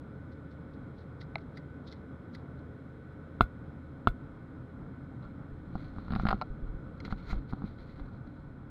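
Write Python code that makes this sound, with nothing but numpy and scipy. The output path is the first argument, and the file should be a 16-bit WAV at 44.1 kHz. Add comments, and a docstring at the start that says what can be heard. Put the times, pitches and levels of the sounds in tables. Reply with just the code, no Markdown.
"""Airliner window seat, camera in hand

At cruise, air roars past the skin while vents hiss and engines and fans hum. A hand crinkles and snaps
a small piece of plastic, then two hard knocks ring the case of a camera. The camera is gripped and
turned: slipping fingers make it creak and thud, a loose part clacks, and cloth rubs and snags close by."""
import sys
import numpy as np
from scipy import signal
from scipy.fft import rfft, irfft
from scipy.io import wavfile

SR = 44100
rng = np.random.default_rng(int(sys.argv[2]) if len(sys.argv) > 2 else 0)


def bounce(signal):
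    """Save signal as a 16-bit WAV file at the path given by the first command-line argument."""
    frames = np.transpose(np.atleast_2d(signal))
    limited = np.clip(frames, -1, 1)
    pcm = np.round(limited * 32767).astype(np.int16)
    wavfile.write(sys.argv[1], SR, pcm)


N = 383669


def from_db(db):
    """Decibels to gain."""
    return 10 ** (np.asarray(db) / 20)


def unit_rms(x):
    """Scale to an rms of 1."""
    return x / np.sqrt(np.mean(x ** 2) + 1e-20)


def automation(rows):
    """Each level column of a timed table, drawn out to every sample."""
    times, *columns = np.transpose(rows)
    return [np.interp(np.arange(N) / SR, times, column) for column in columns]


def colour(x, spectrum):
    """EQ x along a curve, falling steeply beyond its ends."""
    hz = np.arange(N // 2 + 1) * SR / N + 1e-3
    points, db = np.transpose(spectrum)
    gain = from_db(np.interp(np.log(hz), np.log(points), db))
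    skirts = (1 + (points[0] / hz) ** 12) * (1 + (hz / points[-1]) ** 24)
    return irfft(rfft(x) * gain / np.sqrt(skirts), N)


def noise(spectrum):
    """Coloured noise of rms 1."""
    return unit_rms(colour(rng.standard_normal(N), spectrum))


def drift(rate_hz):
    """A slow random wander of rms 1."""
    hz = np.arange(N // 2 + 1) * SR / N
    return unit_rms(irfft(rfft(rng.standard_normal(N)) / (1 + (hz / rate_hz) ** 2), N))


def soften(x, hz):
    """Low-pass: a soft contact passes little above its bandwidth."""
    return signal.sosfilt(signal.butter(2, min(hz, SR / 3), fs=SR, output="sos"), x + 1e-18)


def ring(force, hz, t60):
    """One mode: a unit click starts a decaying sine of height 1."""
    radius = from_db(-60 / (t60 * SR))
    angle = 2 * np.pi * hz / SR
    return signal.lfilter([0, np.sin(angle)], [1, -2 * radius * np.cos(angle), radius ** 2], force + 1e-18)


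def body(force, modes):
    """Modes in parallel, alternating in polarity."""
    return sum((-1) ** k * from_db(db) * ring(force, hz, t60) for k, (hz, db, t60) in enumerate(modes))


def clicks(times, db):
    """One click at each time."""
    out = np.zeros(N)
    out[np.round(np.asarray(times) * SR).astype(int)] = from_db(db)
    return out


def grains(per_s, spread_db):
    """A steady stream of tiny, uneven slips at random times; rms 1."""
    sizes = from_db(spread_db * np.minimum(rng.exponential(1, N), 4)) * rng.choice([-1, 1], N)
    return unit_rms(sizes * (rng.random(N) < per_s / SR))


def crackle(times, db, t60, per_s, rise_s=0.00035):
    """Around each time a run of tiny clicks swells and dies, with the energy of one click at that level."""
    out, lead = np.zeros(N), SR // 20
    t = np.arange(-lead, 2 * lead) / SR
    envelope = np.exp(np.minimum(t, 0) / rise_s - np.maximum(t, 0) * np.log(1000) / t60)
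    for at, gain in zip(times, from_db(db)):
        run = rng.standard_normal(len(t)) * (rng.random(len(t)) < per_s / SR) * envelope
        start = round(at * SR) - lead
        out[start:start + len(t)] += gain * run / np.sqrt(np.sum(run ** 2) + 1e-12)
    return out


# Fader moves for the cabin bed: (time [s], roar [dB], vents [dB], drone [dB], upper roar trim [dB])
CABIN_FADERS = [(0, -45.5, -71, -57, 0), (3.2, -46, -71, -56.5, 0), (5.2, -44.5, -71.5, -62, -1),
                (7.0, -45, -71.5, -56, -.5), (7.42, -45, -73, -59, -2.5), (7.9, -45.5, -72.5, -61, 1),
                (8.7, -46, -73.5, -68, -1)]
# Deep airflow, heard from inside: (frequency [Hz], level [dB])
ROAR_EQ = [(20, -19), (42, -9), (62, -10.5), (100, -6.5), (130, .7), (210, -8), (275, -4.5), (360, -16),
           (500, -24), (640, -23), (850, -25.5), (1150, -26), (1380, -21.5), (1700, -35)]


def air_roar(trim_db=-1.0, waver_db=0.9, shadow_hz=560):
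    """Turbulent air on the skin wavers in level; hand and body shadow its short waves."""
    level_db, _, _, shadow_db = automation(CABIN_FADERS)
    air = noise(ROAR_EQ)
    upper = colour(air, [(shadow_hz, 0), (SR / 2, 0)])
    shadowed = air - upper + from_db(shadow_db) * upper
    return from_db(level_db + trim_db + waver_db * drift(rate_hz=5.5)) * shadowed


# Thin hiss of the vents: (frequency [Hz], level [dB])
VENT_EQ = [(1700, 1.5), (2200, -4), (2500, -11.5), (2900, -17), (3300, -11), (3650, -14.5), (4050, -13),
           (4500, -24.5), (5100, -22), (5700, -29.5), (8300, -29), (12500, -36), (15500, -40)]


def vent_hiss():
    """Air streams out of the cabin vents."""
    _, level_db, _, _ = automation(CABIN_FADERS)
    return from_db(level_db) * noise(VENT_EQ)


# Low-mid drone: (frequency [Hz], level [dB])
DRONE_EQ = [(300, 2), (365, -16), (425, -1.5), (500, -8.5), (570, -7)]


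def drone():
    """A band of noise fills the seat row and fades as the camera turns away."""
    _, _, level_db, _ = automation(CABIN_FADERS)
    return from_db(level_db) * noise(DRONE_EQ)


# Engine shaft and fan tones: (pitch [Hz], level [dB], width [Hz])
ROTOR_TONES = [(80.85, -53, 4.88), (533.5, -65.5, 8), (1503, -70.5, 9.9), (1484.6, -69.5, 25),
               (2202, -84.5, 10)]


def rotor_hum(waver_db=1.5, follows_drone=.35):
    """Spinning rotors sing narrow, wavering tones that sink with the drone."""
    _, _, drone_db, _ = automation(CABIN_FADERS)
    shade_db = follows_drone * (drone_db - drone_db[0])
    hum = 0
    for hz, db, width in ROTOR_TONES:
        phase = 2 * np.pi * np.cumsum(hz + width / 2 * drift(width)) / SR
        tone = from_db(waver_db * drift(width / 2)) * np.sin(phase)
        hum += from_db(db + shade_db) * unit_rms(tone)
    return hum


# Crinkle cues: (time [s], level [dB], swell [s], t60 [s], low-pass [Hz], pop [dB], hollow ring [dB])
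CRINKLE_CUES = [(0.326, -50, .008, .06, 9000, -62, -70), (0.517, -49, .005, .07, 9000, -60, -66),
                (0.739, -50, .006, .06, 6000, -62, -70), (0.991, -47, .016, .08, 6000, -60, -68),
                (1.010, -48, .005, .1, 5000, -68, -70), (1.213, -37, .007, .08, 7000, -43, -44),
                (1.384, -48, .002, .055, 5000, -50, -65), (1.410, -49, .008, .16, 4000, -70, -70),
                (1.573, -39, .009, .07, 8000, -40.5, -43), (1.877, -35.5, .009, .1, 8000, -54, -65),
                (1.925, -35, .008, .055, 9000, -43, -46), (1.962, -49, .008, .1, 3800, -70, -70),
                (2.350, -39, .008, .06, 9000, -38, -41), (2.385, -50, .006, .07, 4000, -70, -70)]
# Papery brightness of thin plastic: (frequency [Hz], level [dB])
CRINKLE_EQ = [(1300, -0.5), (2300, -6), (2800, -13), (3300, 1), (4100, 7), (4700, -2), (5400, -4),
              (6200, -15.5), (7000, -19.5), (7800, -31.5), (11000, -28), (13000, -38.5)]
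# Crisp pop of a crease giving way: (frequency [Hz], level [dB])
POP_EQ = [(2000, -2), (2800, -6), (4200, 0), (5500, -1), (7000, -12), (7800, -18), (11000, -11.5),
          (13000, -28)]
# Air trapped in the folds, and their thin wall: (pitch [Hz], level [dB], t60 [s])
HOLLOW_MODES = [(1330, -11, 0.04), (2030, 0.5, 0.0234), (4000, -6, .016), (4750, -7, .012)]


def plastic_crinkles(crinkle_db=13.5, pop_db=6.0):
    """Crinkles build as the plastic bends: some only brush, others end in a pop and ring hollow."""
    runs = 0
    for at, db, swell_s, t60, top_hz, _, _ in CRINKLE_CUES:
        runs += soften(crackle([at], [db + crinkle_db], t60=t60, per_s=2000, rise_s=swell_s), top_hz)
    times, *_, crease_db, hollow_db = np.transpose(CRINKLE_CUES)
    pops = colour(crackle(times, crease_db + pop_db, t60=0.02, per_s=2500, rise_s=0.001), POP_EQ)
    hollows = body(crackle(times, hollow_db, t60=0.032, per_s=4500, rise_s=0.00122), HOLLOW_MODES)
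    return colour(runs, CRINKLE_EQ) + pops + hollows


# One snap and a faint tick after it: (time [s], level [dB])
SNAP_CUES = [(1.356, -24), (1.3825, -45.5)]
# Short, dry ring of the plastic: (pitch [Hz], level [dB], t60 [s])
PLASTIC_MODES = [(653, -12.5, 0.05), (826, -3, 0.02), (2083, 4.3, 0.0114), (2185, 8, 0.0053),
                 (1120, 7.5, 0.002), (4090, -7.5, 0.0091), (3779, -9.5, 0.0078), (1335, -13, 0.025)]


def plastic_snap(snap_db=1.0, rebound_db=-14, top_hz=5200):
    """The plastic snaps shut: a clean click and a flurry of rebounds ring its modes."""
    times, db = np.transpose(SNAP_CUES)
    rebounds = crackle(times, db + rebound_db, t60=0.0258, per_s=2300)
    return soften(body(clicks(times, db + snap_db) + rebounds, PLASTIC_MODES), top_hz)


# Cloth catching on the case: (time [s], level [dB], swell [s], t60 [s], sharpness [0-1])
SNAG_CUES = [(2.59, -49, .002, .04, .4), (5.225, -46, .002, .12, .1), (5.755, -44, .001, .03, .7),
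             (7.0025, -30, .0005, .016, .9), (7.0496, -27, .0004, .018, .7), (7.056, -32, .002, .025, .3),
             (7.104, -37, .004, .07, .2), (7.273, -41, .004, .05, .6), (7.297, -39, .005, .06, .8),
             (7.312, -32, .005, .05, .6), (7.533, -47, .004, .04, .3), (7.585, -52, .004, .05, .2),
             (7.677, -50, .006, .06, .2), (7.786, -47, .002, .05, .15), (7.959, -49, .003, .03, .1),
             (7.9965, -46, .0005, .014, .08), (8.272, -46, .002, .025, .2)]
# The thin edge it catches on: (pitch [Hz], level [dB], t60 [s])
EDGE_MODES = [(1380, -11, .025), (2120, -11, .018), (3300, -14, .009), (4060, -11, .016)]
# Rasp of the fibres: (frequency [Hz], level [dB])
FIBRE_EQ = [(3200, -3), (4200, 1), (5200, -5), (5800, -16), (6700, -20), (7200, -31)]


def cloth_snags(fibre_db=6.0):
    """Cloth catches on an edge and tears free: the edge rings, and a sharper catch rasps more."""
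    on_edge, rasp = 0, 0
    for at, db, swell_s, t60, sharpness in SNAG_CUES:
        slips = crackle([at], [db], t60=t60, per_s=7000, rise_s=swell_s)
        on_edge += (1 - sharpness / 2) * slips
        rasp += sharpness * slips
    return body(on_edge, EDGE_MODES) + from_db(fibre_db) * colour(rasp, FIBRE_EQ)


# Hard hits on the camera: (time [s], level [dB], sway [dB], settle delay [s], settle pitch [Hz])
KNOCK_CUES = [(3.4084, -10, -3.5, 0.0258, 54), (4.0722, -13, -4.5, 0.0262, 40)]
# Voice of the case, also rung by rubbing and gripping: (pitch [Hz], level [dB], t60 [s])
CASE_MODES = [(372, -13, 0.02), (461.2, -29.5, 0.04), (700, -18, 0.04), (850, -31, 0.025),
              (1010, 1, 0.00501), (1372, -2, 0.0175), (1460, -34, 0.2), (2145, -27.5, 0.024),
              (2740, -29.5, 0.018), (3130, -26.5, 0.0145), (3270, -25, .012), (3650, -22.5, 0.0085),
              (4090, -33, 0.02), (4290, -38, 0.008)]
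# Low sway of the whole camera: (pitch [Hz], level [dB], t60 [s])
SWAY_MODES = [(37, -22, 0.15), (114, -15.5, 0.08), (178, -25, 0.03), (238, -12.5, 0.032)]
# Brief bright fizz at 2-5 kHz trailing each knock: (pitch [Hz], level [dB], t60 [s])
FIZZ_MODES = [(2150, 4, .022), (2700, -4, .012), (3474, -1, 0.021), (4044, -1, 0.011), (4281, -2, .007),
              (5010, -15, 0.017)]
# Crunch of a hard edge biting into the case: (frequency [Hz], level [dB])
BITE_EQ = [(3300, 0), (4100, -1)]


def knocks(ring_db=6.3, hiss_db=-19.0, fizz_db=-26, bite_db=6.5, echo_db=-25.5, settle_db=-11):
    """A hard blow rings the case and sways the camera till it settles, with a short high hiss and fizz."""
    times, db, sway_db, _, _ = np.transpose(KNOCK_CUES)
    hiss = np.gradient(crackle(times, db + hiss_db, t60=0.11, per_s=16000))   # the slope is brighter
    fizz = body(crackle(times, db + fizz_db, t60=0.08, per_s=4000), FIZZ_MODES)
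    depth_db = 2 * (db - db.max())   # a weaker blow bites far less
    bite = colour(crackle(times, db + bite_db + depth_db, t60=0.02, per_s=6000), BITE_EQ)
    echoes = crackle(times, db + echo_db, t60=.17, per_s=6000)   # off the seat backs and the wall
    case = from_db(ring_db) * body(clicks(times, db) + echoes, CASE_MODES)
    sway = body(clicks(times, sway_db), SWAY_MODES)
    settle = sum(ring(clicks([at + delay], hit_db + settle_db), hz, t60=0.075)
                 for at, hit_db, _, delay, hz in KNOCK_CUES)
    return case - sway + hiss + fizz + bite - settle


# Hand and sleeve moves: (firmest moment [s], 20 dB swell [s], 20 dB fade [s], case [dB], cloth [dB])
STROKE_CUES = [(5.24, 0.01, 0.0764, -52.5, -75), (5.81, 0.1, 0.22, -70, -65.5), (5.98, .12, .2, -63, -67.5),
               (6.15, 0.15, 0.15, -53, -66), (6.215, .06, .12, -54, -60), (6.3, 0.12, 0.125, -47.5, -59),
               (6.68, 0.04, 0.05, -57.5, -88), (6.87, .05, .12, -59, -85), (7.065, 0.08, 0.12, -59, -64),
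               (7.112, .05, .045, -57, -60), (7.19, .07, .2, -61, -65.5), (7.315, 0.11, 0.075, -49.5, -54),
               (7.5, 0.025, .14, -75, -66), (7.66, 0.09, 0.13, -62, -67.5), (7.80, 0.035, 0.1, -67, -67),
               (7.895, 0.07, 0.12, -68, -68), (7.965, .04, .18, -66, -70), (8.14, .05, .08, -60, -80),
               (8.36, .1, .15, -75, -77)]


def stroke_envelopes():
    """Each stroke swells and fades, the strongest leading; gives the gains for case and cloth."""
    t = np.arange(N) / SR
    on_case, on_cloth = 0, 0
    for at, swell_s, fade_s, case_db, cloth_db in STROKE_CUES:
        shape_db = -20 * np.maximum((at - t) / swell_s, (t - at) / fade_s)
        on_case = np.maximum(on_case, from_db(case_db + shape_db))
        on_cloth = np.maximum(on_cloth, from_db(cloth_db + shape_db))
    return on_case, on_cloth


# Swish of sliding cloth: (frequency [Hz], level [dB])
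CLOTH_EQ = [(1000, -7), (2150, 9.5), (2800, -6), (3300, 1.5), (4200, 4.5), (5300, -17), (6800, -24),
            (7800, -31), (12000, -24.5), (15500, -33)]
# Bright edge of a fast sleeve swipe: (frequency [Hz], level [dB])
SWIPE_EQ = [(1800, -8.5), (2100, 1), (2600, -21), (5000, -21.5), (7000, -22.5)]


def rubbing(case_db=-0.5, cloth_db=0.6, catch_db=2.8, buzz_db=-67.5, swipe_db=-53.5):
    """Slips of skin scrape the case; cloth catches and slides, buzzing on an edge, brighter when fast."""
    on_case, on_cloth = stroke_envelopes()
    speed = on_cloth / on_cloth.max()
    catches = from_db(catch_db * drift(rate_hz=25))
    skin = body(grains(per_s=1500, spread_db=2.5), CASE_MODES)
    cloth = colour(grains(per_s=2200, spread_db=2.0), CLOTH_EQ)
    edge = ring(grains(per_s=400, spread_db=3.0), hz=4100, t60=.009)
    scrape = from_db(case_db) * on_case * unit_rms(skin)
    swish = from_db(cloth_db) * on_cloth * unit_rms(cloth * catches)
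    buzz = from_db(buzz_db) * speed ** 0.568 * unit_rms(edge * catches)
    swipe = from_db(swipe_db) * speed ** 2 * noise(SWIPE_EQ)
    return scrape + swish + buzz + swipe


# Low end of the camera shifting in the hand: (frequency [Hz], level [dB])
RUMBLE_EQ = [(20, -1), (45, -2.5), (80, -12), (200, -10.5), (300, -23.5)]


def hand_rumble(stroke_db=6.5, tremble_db=-55, grab_at_s=5.14, closing_s=.6):
    """The camera rumbles with each stroke, and faintly throughout once the trembling hand has closed."""
    on_case, _ = stroke_envelopes()
    hold = np.clip((np.arange(N) / SR - grab_at_s) / closing_s, 0, 1)
    return (from_db(stroke_db) * on_case + from_db(tremble_db) * hold) * noise(RUMBLE_EQ)


# Soft sub bumps from the palm: (time [s], level [dB])
PUSH_CUES = [(5.52, -46), (5.754, -43), (6.189, -36.5), (6.285, -33), (6.33, -37), (6.503, -36.5),
             (6.626, -35.5), (6.689, -37), (6.747, -38), (7.124, -36), (7.324, -32), (7.365, -32),
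             (8.013, -39)]


def palm_pushes(push_db=9.0):
    """The palm shoves air at the microphone: a few slow, dying swings each time."""
    times, db = np.transpose(PUSH_CUES)
    return ring(clicks(times, db + push_db), hz=40, t60=0.152)


# Fingers slipping on the case: (time [s], level [dB], thud [dB], hardness [0 flesh - 1 nail])
GRIP_CUES = [(5.754, -22, -30.5, 0.0), (5.9625, -42, -42, .3), (5.984, -34, -35.5, 0.245),
             (6.0814, -37, -37, .44), (6.106, -32.5, -30.5, 0.52), (6.122, -33.5, -29, 0.7),
             (6.135, -26.5, -28.5, 0.395), (6.152, -33.5, -32, 0.79), (6.161, -28, -27.5, .57),
             (6.1976, -25.5, -35, 0.35), (6.234, -45, -28, .3), (6.253, -24, -22.5, .4),
             (6.268, -22.5, -33, .58), (6.2866, -20.5, -32, 0.72), (6.2925, -24, -38, .62),
             (6.3068, -23, -46, 0.54), (6.3115, -17.5, -50, .45), (6.3283, -13, -30, 0.14),
             (6.343, -42, -27.5, 0.55), (7.0500, -37, -42, .55), (7.079, -35.5, -36, 0.27),
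             (7.1065, -36, -46, .3), (7.125, -30.5, -31, 0.48), (7.3296, -32.5, -33.5, 0.44),
             (7.526, -33, -37, 0.23), (7.5332, -31.5, -28.5, 0.21), (7.62, -34, -39, 0.2),
             (7.6405, -37, -30, 0), (7.9965, -42, -55, .4)]
# Extra ring of the case cupped in the hand: (pitch [Hz], level [dB], t60 [s])
CUPPED_MODES = [(283, -22, 0.032), (766.8, -12.5, 0.0403), (1562, -18.5, 0.012), (2010, -24.5, 0.0091),
                (1410, -24, .08)]
# Dull thud of a finger: (pitch [Hz], level [dB], t60 [s])
THUD_MODES = [(100, -8.5, 0.05), (203, 0, 0.042), (310, -10, .022), (500, -15, .02)]
# A fingertip ticking on the edge: (frequency [Hz], level [dB])
TICK_EQ = [(1500, 19.5), (2150, 12.5), (2800, 5), (3400, 5.5), (4150, 10.5), (4700, 1.5), (5150, -2.5),
           (5500, -23.5), (7500, -28), (10000, -21), (15500, -26.5)]


def grip_creaks(creak_db=0.5, thud_db=6.5, tick_db=-19.3, flesh_hz=720, pad_hz=420,
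                nail_octaves=4.6, nail_tick_db=36, flesh_chatter_db=-11, t60_scale=0.72):
    """Fingers stick and slip: the case rings, flesh thuds; a nail is brighter, chatters and ticks more."""
    force = 0
    for at, db, _, hardness in GRIP_CUES:
        chatter = crackle([at], [db + flesh_chatter_db * (1 - hardness)], t60=0.024, per_s=2400)
        force += soften(clicks([at], db) + chatter, flesh_hz * 2 ** (nail_octaves * hardness))
    held_modes = np.array(CASE_MODES) * [1, 1, t60_scale]   # the hand shortens every ring
    creaks = from_db(creak_db) * (body(force, held_modes) - body(force, CUPPED_MODES))
    times, db, press_db, hardness = np.transpose(GRIP_CUES)
    thuds = sum(ring(clicks(times, press_db + thud_db + mode_db), hz, t60)
                for hz, mode_db, t60 in THUD_MODES)
    ticks = crackle(times, db + tick_db + nail_tick_db * hardness, t60=0.025, per_s=1500, rise_s=0.0008)
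    return creaks + soften(thuds, pad_hz) + colour(ticks, TICK_EQ)


# A clack and its bounce: (time [s], level [dB])
CLACK_CUES = [(6.4135, -21.5), (6.4202, -24)]
# Ring of a loose part of the case: (pitch [Hz], level [dB], t60 [s])
LOOSE_PART_MODES = [(619, -19, .05), (750, -11.5, .048), (1020, -1, .006), (1362, -10.5, .036),
                    (2150, -18, .008), (2900, -23, .008), (4054, -17.5, .018), (4450, -21, .01),
                    (4974, -26, .016)]


def loose_clack(ring_db=3.0, chatter_db=-8, contact_hz=3700):
    """A loose part strikes twice and rings freely, with a little chatter."""
    times, db = np.transpose(CLACK_CUES)
    chatter = crackle(times, db + chatter_db, t60=.03, per_s=3000)
    force = soften(clicks(times, db) + chatter, contact_hz)
    return from_db(ring_db) * body(force, LOOSE_PART_MODES)


def scene():
    """The cabin bed under the close handling sounds, in mono."""
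    cabin = air_roar() + vent_hiss() + drone() + rotor_hum()
    camera = knocks() + grip_creaks() + loose_clack() + palm_pushes()
    plastic = plastic_crinkles() + plastic_snap()
    friction = cloth_snags() + rubbing() + hand_rumble()
    return (cabin + camera + plastic + friction)[None]


def record(dry, cutoff_hz=15700):
    """A steep low-pass takes off the very top."""
    return signal.sosfilt(signal.ellip(10, .1, 70, cutoff_hz, fs=SR, output="sos"), dry)


dry = scene()
out = record(dry)
bounce(out)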